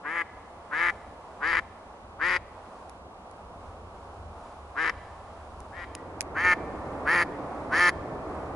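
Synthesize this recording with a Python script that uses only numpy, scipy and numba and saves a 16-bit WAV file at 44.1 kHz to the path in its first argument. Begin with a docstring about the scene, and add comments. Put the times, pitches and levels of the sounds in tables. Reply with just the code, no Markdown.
"""A distant roar and a low, throbbing rumble (shaped noise) lie under a marsh from beginning to end.
From the start a hen decoy duck quacks nine times: paired claps ring a throat that slides as the bill opens,
with rasping air on top. Each quack scoops up, breaks to another register and ends; trees answer faintly.
From about 3 s a few dry ticks (tiny noise bursts) sound close by, most of them near 6 s.
Around 6 s the scene fades to a second spot with a louder roar, where the last three quacks are heard."""
import sys
import numpy as np
from scipy import signal
from scipy.fft import rfft, irfft, next_fast_len
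from scipy.io import wavfile
from scipy.ndimage import uniform_filter1d
from numba import njit

SR = 44100
rng = np.random.default_rng(int(sys.argv[2]) if len(sys.argv) > 2 else 0)


def store_wav(level_fs):
    """Save 16-bit WAV to argv[1]."""
    pcm = np.round(np.clip(np.atleast_2d(level_fs), -1, 1) * 32767)
    wavfile.write(sys.argv[1], SR, pcm.T.astype(np.int16))


N = 377055
TIME = np.arange(N) / SR  # seconds
# the fade from the first spot to the second (seconds)
FADE_START_S, FADE_LENGTH_S = 5.625, 1


def undb(db):
    """Turn decibels into a gain."""
    return 10 ** (np.asarray(db) / 20)


def unit(x):
    """Scale a sound to an rms of 1."""
    return x / np.sqrt(np.mean(x ** 2))


def over_hz(points, hz):
    """Read a curve of (Hz, value) points on a log-frequency axis."""
    point_hz, value = np.transpose(points)
    return np.interp(np.log(hz), np.log(point_hz), value)


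def colour(x, points):
    """Filter to a (Hz, dB) curve without sounding early, so that claps keep their sharp front."""
    size = 2 * next_fast_len(x.shape[-1] // 2 + 1)
    hz = np.maximum(np.fft.rfftfreq(size, 1 / SR), 1)
    # folding the cepstrum gives the filter that reacts soonest (minimum phase)
    cepstrum = irfft(np.log(undb(over_hz(points, hz))))
    cepstrum[1:size // 2] *= 2
    cepstrum[size // 2 + 1:] = 0
    response = np.exp(rfft(cepstrum))
    return irfft(rfft(x, size) * response, size)[..., :x.shape[-1]]


def walk(rate, size):
    """Wander slowly: random levels, drawn `rate` times a second and smoothed."""
    hold = int(SR / rate)
    levels = np.repeat(rng.standard_normal(size // hold + 1), hold)
    return uniform_filter1d(levels, hold)[:size]


@njit
def resonate(x, hz, width):
    """Ring around a centre frequency that may move with every sample (a band-pass)."""
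    y, band, low = np.empty(len(x)), 0., 0.
    for i in range(len(x)):
        g, damping = np.tan(np.pi * hz[i] / SR), width / hz[i]
        v = (band + g * (x[i] + 1e-18 - low)) / (1 + g * (g + damping))
        band, low, y[i] = 2 * v - band, low + 2 * g * v, damping * v
    return y


def clicks(at, sizes, count):
    """Place smooth, band-limited clicks, which may fall between two samples."""
    taps = at.astype(int)[:, None] + np.arange(-6, 8)
    off = taps - at[:, None]
    shape = np.sinc(off) * np.cos(np.pi * off / 14) ** 2
    inside = np.clip(taps, 0, count - 1)
    return np.bincount(inside.ravel(), (shape * sizes[:, None]).ravel(), count)


def steady(x, hz):
    """Hold the rms near 1 over a few cycles of pitch hz."""
    k = int(2 * SR / hz)
    power = uniform_filter1d(uniform_filter1d(x ** 2, k), k)
    return x / np.sqrt(np.maximum(power, np.mean(power) / 20))


def scatter(x, per_s, t60_s, onset_s, unlike):
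    """Many small reflectors each return a faint copy, somewhat unlike at the two ports."""
    t = TIME[:int(t60_s * SR)]
    hit = rng.random(len(t)) < per_s / SR
    size = rng.choice([-1, 1], len(t)) + unlike * rng.standard_normal((2, len(t)))
    tail = hit * size * undb(-60 * t / t60_s) * (1 - np.exp(-t / onset_s))
    # the tail's energy, averaged over both ports, becomes 1
    tail = tail / np.sqrt(np.sum(tail ** 2) / 2)
    return signal.fftconvolve(x[None], tail, axes=1)[:, :N]


def far_noise(points, flicker_db=1.26):
    """Noise whose low and high parts waver on their own; the ports agree in the bass, less in the treble."""
    mid, side = (colour(rng.standard_normal(N), points) for _ in range(2))
    side = colour(side, [(60, -25.5), (250, -15.5), (1000, -11), (2500, 6), (6000, 0)])
    low = signal.sosfiltfilt(signal.butter(2, 500, fs=SR, output="sos"), mid)
    high = mid - low
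    wavering = low * undb(flicker_db * walk(9.9, N)) + high * undb(flicker_db * walk(6.4, N))
    return (wavering + np.array([side, -side])) / np.std(mid)


# Colour of the distant roar at each spot. Each row: frequency in Hz, relative noise strength in dB.
ROAR_FIRST = [(71, -38), (120, -7), (129, -24), (151, -7), (193, -6.5), (286, -8), (321, -8.5), (459, -6),
              (696, -2), (1140, -5.5), (1570, -18.5), (1900, -25.5), (3160, -32), (11000, -40.5),
              (14300, -75), (22000, -120)]
ROAR_SECOND = [(71, -32), (120, -6.5), (242, -7.5), (281, -2.5), (395, -6), (451, -5), (696, -5),
               (1020, -10), (1160, -9.5), (1270, -14), (1690, -24), (2080, -28.5), (2930, -40.5),
               (11000, -50.5), (14300, -83), (22000, -120)]
ROAR_FIRST_DB, ROAR_SECOND_DB = -46.7, -37
ROAR_BALANCE_DB = -1  # left minus right


def distant_roar():
    """Two shaped noises, one for each spot, fade from the first to the second."""
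    share = np.clip((TIME - FADE_START_S) / FADE_LENGTH_S, 0, 1)
    first = np.sqrt(1 - share) * undb(ROAR_FIRST_DB) * far_noise(ROAR_FIRST)
    second = share * undb(ROAR_SECOND_DB) * far_noise(ROAR_SECOND)
    lean = undb(np.array([[ROAR_BALANCE_DB], [-ROAR_BALANCE_DB]]) / 2)
    return lean * (first + second)


# Colour of the low rumble. Each row: frequency in Hz, relative noise strength in dB.
RUMBLE_TONE = [(15, -22), (30, -10.5), (45, -11.5), (62, -3), (92, -4), (112, -15.5), (170, -49),
               (400, -64)]
# Soft low thumps in the rumble. Each row: time of the peak in seconds, lift in dB.
RUMBLE_THUMPS = [(0.86, 7), (1.57, 7), (3.88, 3.5), (4.19, 5.5), (5.0, 6)]
# level at the start, growth, depth of the random throb, width of a thump
RUMBLE_DB, RUMBLE_DB_PER_S, THROB_DB, THUMP_S = -58, 1.58, 2.5, 0.065


def low_rumble():
    """Deep noise grows slowly, throbs at random and swells briefly at each thump."""
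    thumps_db = sum(db * np.exp(-((TIME - s) / THUMP_S) ** 2) for s, db in RUMBLE_THUMPS)
    rumble_db = RUMBLE_DB + RUMBLE_DB_PER_S * TIME + THROB_DB * walk(8.6, N) + thumps_db
    return undb(rumble_db) * far_noise(RUMBLE_TONE)


# Dry ticks. Each row: time in seconds, peak level in dB.
TICK_TIMES = [(2.8956, -37), (3.3122, -45), (5.604, -36.5), (5.9509, -23.5), (6.2077, -11.5), (6.2156, -24),
              (6.226, -38)]
# Colour of a tick. Each row: frequency in Hz, relative strength in dB.
TICK_TONE = [(880, -46), (1500, -9), (1660, -6.5), (2410, -0.5), (3070, -11), (3450, -10), (4430, -8),
             (5990, -3), (8640, -10), (9950, 1.5), (11000, -10), (14300, -45), (22000, -120)]


def ticks(decay_s=0.001):
    """Short noise bursts snap close by, each gone in a few milliseconds."""
    out = np.zeros((2, N + SR))
    t = TIME[:SR // 40] - .004
    for start, db in TICK_TIMES:
        burst = rng.standard_normal((3, len(t))) * (t >= 0) * np.exp(-abs(t) / decay_s)
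        # one burst is shared by both ports, the other two belong to one port each
        snap = colour(burst[0] + 2.1 * burst[1:], TICK_TONE)
        first = int((start + t[0]) * SR)
        out[:, first:first + len(t)] += undb(db) * snap / abs(snap).max()
    return out[:, :N]


def tree_line(x):
    """The trunks across the water answer with a long, dull tail."""
    echo = scatter(x, per_s=600, t60_s=1.4, onset_s=.025, unlike=.5)
    return colour(echo, [(300, -4), (1200, -4.0), (2100, -4.5), (4000, 2.5), (10000, -16)])


def dry_grass(x):
    """Stalks near the camera scatter the treble for a few milliseconds."""
    glints = scatter(x, per_s=6000, t60_s=.02, onset_s=.0005, unlike=3)
    return colour(glints, [(1000, -54), (2400, -68), (3500, -5.5), (10000, -6.5)])


# Loudness of the duck at the two ports, for each spot. Each row: frequency in Hz, left minus right in dB.
LEAN_FIRST = [(500, 1), (1300, 0.5), (1600, 2.5), (1880, 12.5), (2250, -1.5), (2650, 7), (3100, -12),
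              (4200, 4), (4800, -10), (6000, -0.5), (10000, 2)]
LEAN_SECOND = [(500, 0.5), (1300, 1), (1800, 1), (2500, 0), (3300, -20), (4200, -5), (6000, 0.5),
               (10000, 1.5)]
# Timing of the duck at the two ports, for each spot. Each row: frequency in Hz, lead of the left in radians.
LEAD_FIRST = [(100, 0.4), (400, 0.37), (1200, 0.47), (1700, 1), (2100, -0.28), (3000, -0.84), (4500, 0.8),
              (10000, 0.93)]
LEAD_SECOND = [(100, 0), (400, 0.29), (1200, 0.4), (1800, -0.16), (2800, -0.66), (4200, 0.96),
               (10000, -0.41)]


def ports(x, balance, phase):
    """The camera body shades and delays the sound differently for its two microphone ports."""
    size = next_fast_len(N)
    hz = np.maximum(np.fft.rfftfreq(size, 1 / SR), 1)
    lean = undb(over_hz(balance, hz) / 2) * np.exp(.5j * over_hz(phase, hz))
    pair = np.array([lean, 1 / lean])
    # the average of both ports keeps its spectrum
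    pair = pair / abs(pair.mean(axis=0))
    return irfft(rfft(x, size) * pair, size)[:, :N]


# rebound of each clap: relative size, and delay in periods of the main resonance
REBOUND, REBOUND_TURNS = 0.68, 4.07


def syrinx(pitch, throat_hz, rough):
    """A clap each cycle and a weaker rebound about 2 ms later; roughness makes both stumble in time and size."""
    cycle = np.cumsum(pitch) / SR
    at = np.interp(np.arange(1, int(cycle[-1])), cycle, np.arange(len(pitch)))
    r, ring_hz = rough[at.astype(int)], throat_hz[at.astype(int)]
    chance = rng.standard_normal((len(at), 4)).T
    at = at + SR * .00026 * r ** 1.7 * chance[0]
    late = at + SR * (REBOUND_TURNS / ring_hz + .0003 * r ** 1.3 * chance[1])
    size = undb((.4 + 3 * r) * chance[2])
    late_size = REBOUND * undb(5 * r * chance[3])
    return clicks(np.r_[at, late], np.r_[size, late_size], len(pitch))


# Resonances of the throat and bill, before each quack adjusts them.
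# Each row: frequency in Hz when wide open, width in Hz, level in dB.
RESONANCES = [(350, 1700, -13), (1262, 134, -9), (1804, 250, 6), (2024, 127, 6), (2290, 180, -1),
              (2730, 220, -13), (3070, 220, -3.5)]
OPEN_HZ = 1780  # main resonance that counts as wide open


def throat(source, throat_hz, ring_db, low_db, upper_db, ring_width_hz=110, shut_db=-60):
    """Claps strike resonances that slide up as the bill opens; a half-shut bill muffles the upper ones."""
    opening = throat_hz / OPEN_HZ
    muffle_db = shut_db * np.maximum(1 - opening, 0)
    out = undb(ring_db) * resonate(source, throat_hz, float(ring_width_hz))
    for k, (hz, width, db) in enumerate(RESONANCES):
        db = db + low_db * (k < 2) + upper_db * (k > 2) + muffle_db * max(k - 1, 0) / 2
        out = out + undb(db) * resonate(source, hz * opening, float(width))
    # the membranes close softly, which rounds each clap and takes away its treble
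    rounded = signal.sosfiltfilt(signal.butter(4, 2650, fs=SR, output="sos"), out)
    return colour(rounded, [(100, -13), (300, 3.0), (700, -3), (1000, 7.5), (2400, -3.0), (3150, -6.5),
                            (3600, -0.5), (11000, -36)])


# the pitch scoops up and sags at the end (shares of the top pitch; sag time in seconds)
SCOOP, SAG, SAG_S = .18, 0.0286, .03
# the bill opens quickly, and the throat settles after the break (shares of the open throat; time in seconds)
SHUT, MOST_SHUT, OPENING_S, SETTLE = 0.31, 0.406, 0.025, 0.027
# the voice swells from below its level; the rasp comes in later and takes a share of the lift at the break
ONSET_DB, SWELL_S, RASP_ONSET_DB, RASP_SWELL_S, RASP_LIFT_SHARE = -12, .012, -10.5, 0.039, 0.48
# the voice stumbles as it starts and as it breaks (roughness, 0-1)
ROUGH_BEFORE, ROUGH_ONSET, ROUGH_BREAK = .21, .4, .45
BREAK_S, CRACK_S, CRACK_RASP_DB = 0.0095, 0.016, 5


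def gesture(age, length, top_hz, rise_s, open_hz, level_db, break_s, lift_db, rough_after, crack):
    """Pitch and bill rise, the voice breaks into another register, then sags and cracks shut."""
    shut = np.minimum(SHUT * np.exp(-age / OPENING_S), MOST_SHUT)
    age = np.clip(age, 0, length)
    starting = np.exp(-(age / SWELL_S) ** 2)
    pushed = (1 + np.tanh((age - break_s) / BREAK_S)) / 2  # 0 before the break, 1 after
    breaking = np.exp(-((age - break_s) / BREAK_S) ** 2)
    cracking = crack * np.exp((age - length) / CRACK_S)
    scoop = SCOOP * np.exp(-(age / rise_s) ** 2)
    sag = SAG * np.exp((age - length) / SAG_S)
    pitch = top_hz * (1 - scoop - sag)
    throat_hz = open_hz * (1 - shut - SETTLE * pushed)
    swelling_db = level_db + ONSET_DB * starting
    voice_db = swelling_db + lift_db * pushed
    air_db = (swelling_db + RASP_ONSET_DB * np.exp(-(age / RASP_SWELL_S) ** 2)
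              + RASP_LIFT_SHARE * lift_db * pushed + CRACK_RASP_DB * cracking)
    rough = ROUGH_BEFORE * (1 - pushed) + rough_after * pushed
    rough = rough + ROUGH_ONSET * starting + ROUGH_BREAK * breaking + cracking
    return pitch, throat_hz, voice_db, air_db, np.clip(rough, 0, 1), pushed


# before the break the throat rings more and its upper resonances are weak; the rasp grows airier throughout
RING_BEFORE_DB, RING_AFTER_DB, UPPER_BEFORE_DB, AIR_DB_PER_S = -3.5, -10, -6.5, 23
# Colour of the rasp at each spot. Each row: frequency in Hz, relative strength in dB.
RASP_TONE_FIRST = [(1500, 2.5), (2750, 2.5), (3120, 3), (3480, -4), (3870, 2.5), (4330, -6), (4800, 1),
                   (5400, -2), (6100, -6.5), (6800, -8), (7800, -19), (9600, -15), (11200, -24)]
RASP_TONE_SECOND = [(1500, -33), (2750, -23), (3150, 8.5), (3550, -0.5), (3950, 0.5), (4500, 5),
                    (5400, 1.5), (6600, -0.5), (7900, -17), (9000, -13), (10200, -4.5), (11200, -12.5)]
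# The nine quacks.
# Each row: start in seconds, length in seconds, top pitch in Hz, pitch rise time in seconds, open throat in Hz,
# level in dB, delay of the break in seconds, lift at the break in dB, roughness after the break from 0 to 1,
# closing crack from 0 to 1, rasp against the voice in dB, rasp treble in dB, bill resonance in Hz,
# change of the low resonances in dB, change of the upper resonances in dB, echo against the quack in dB.
DUCK_QUACKS = [(0.04, 0.18, 172, 0.066, 1794, -33, 0.12, 5, 0.22, 0.07, -24, 12, 2880, 7.5, 11, -16.5),
               (0.712, 0.19, 175.8, 0.074, 1795, -29, 0.089, 4.5, 0.32, 0.1, -19.5, 6.5, 3660, 2, 9.5, -23),
               (1.413, 0.18, 169.8, 0.043, 1825, -27, 0.11, 2.5, 0.7, 0, -16, 1, 4670, 0.5, 5, -25.5),
               (2.2, 0.17, 181.5, 0.042, 1954, -26, 0.097, 0, 0.38, 0.33, -14.5, 1.5, 4670, 0.5, 2, -25),
               (4.761, 0.14, 162.7, 0.03, 1793, -27.5, 0.086, 0.5, 0.71, 0.2, -15, -0.5, 5200, 1, 2.5, -17.5),
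               (5.716, 0.13, 176.4, 0.031, 1970, -47.5, 0.052, 6.5, 0.17, 0.4, -12, 2, 3190, 2, -8, -7),
               (6.351, 0.1838, 180.8, 0.053, 1872, -27, 0.093, 7.5, 0, 0.5, -21, -5, 6400, 0.5, 1.5, -22.5),
               (7.06, 0.17, 175.4, 0.045, 1890, -22, 0.088, -0.2, 0.31, 0.32, -20.5, 3.5, 4830, 2.5, -3, -23.5),
               (7.714, 0.18, 178, 0.052, 1860, -23, 0.084, 4, 0.02, 0.73, -16.5, 0, 5250, 2, -12, -26)]


def quack(row, rasp_colour, puff_s=0.00098, attack_s=0.0083, release_s=0.0041, bill_width_hz=650, bill_db=-3):
    """Claps ring the throat and puffs of air rasp; gives the direct sound and the share sent to the trees."""
    start, length, *shape, rasp_db, treble_db, bill_hz, low_db, upper_db, echo_db = row
    span = (TIME > start - .04) & (TIME < start + length + .04)
    age = TIME[span] - start
    pitch, throat_hz, voice_db, air_db, rough, pushed = gesture(age, length, *shape)
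    ring_db = RING_BEFORE_DB * (1 - pushed) + RING_AFTER_DB * pushed
    upper_db = upper_db + UPPER_BEFORE_DB * (1 - pushed)

    claps = syrinx(pitch, throat_hz, rough)
    # each clap lets out a puff of noisy air that dies away
    puffs = signal.lfilter([1], [1, -np.exp(-1 / (puff_s * SR))], claps)
    air = unit(puffs * rng.standard_normal(len(age)))
    claps = unit(claps)
    voice = throat(claps + (.1 + .4 * rough ** 2) * air, throat_hz, ring_db, low_db, upper_db)

    # the rasp is reedy up to about 4 kHz and mostly air above
    bright_air = colour(air, [(3000, -9), (4200, -1), (6000, 5)])
    rasp = claps + undb(AIR_DB_PER_S * (age - length / 2)) * bright_air
    # the bill lifts one band of it
    bill = resonate(rasp, np.full(len(age), float(bill_hz)), float(bill_width_hz))
    rasp = colour(rasp + undb(bill_db) * bill, rasp_colour)
    rasp = colour(rasp, [(3000, 3.0), (6000, -8.5 + treble_db / 2), (10000, -2.0 + treble_db)])

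    gate = np.exp(np.minimum(age, 0) / attack_s - np.maximum(age - length, 0) / release_s)
    voice = undb(voice_db) * steady(voice, pitch.mean())
    rasp = undb(air_db + rasp_db) * steady(rasp, pitch.mean())
    out = np.zeros(N)
    out[span] = gate * (voice + rasp)
    return np.array([out, undb(echo_db) * out])


def scene():
    """Add the marsh, the ticks, the echoes and the duck at both spots."""
    middle = FADE_START_S + FADE_LENGTH_S / 2
    first, first_echo = sum(quack(row, RASP_TONE_FIRST) for row in DUCK_QUACKS if row[0] < middle)
    second, second_echo = sum(quack(row, RASP_TONE_SECOND) for row in DUCK_QUACKS if row[0] >= middle)
    duck = ports(first, LEAN_FIRST, LEAD_FIRST) + ports(second, LEAN_SECOND, LEAD_SECOND)
    echoes = dry_grass(first + second) + tree_line(first_echo + second_echo)
    return distant_roar() + low_rumble() + ticks() + echoes + duck


def record(dry):
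    """The camera cuts the top steeply, above 11100 Hz."""
    return signal.sosfilt(signal.ellip(10, .2, 70, 11100, fs=SR, output="sos"), dry)


dry = scene()
out = record(dry)
store_wav(out)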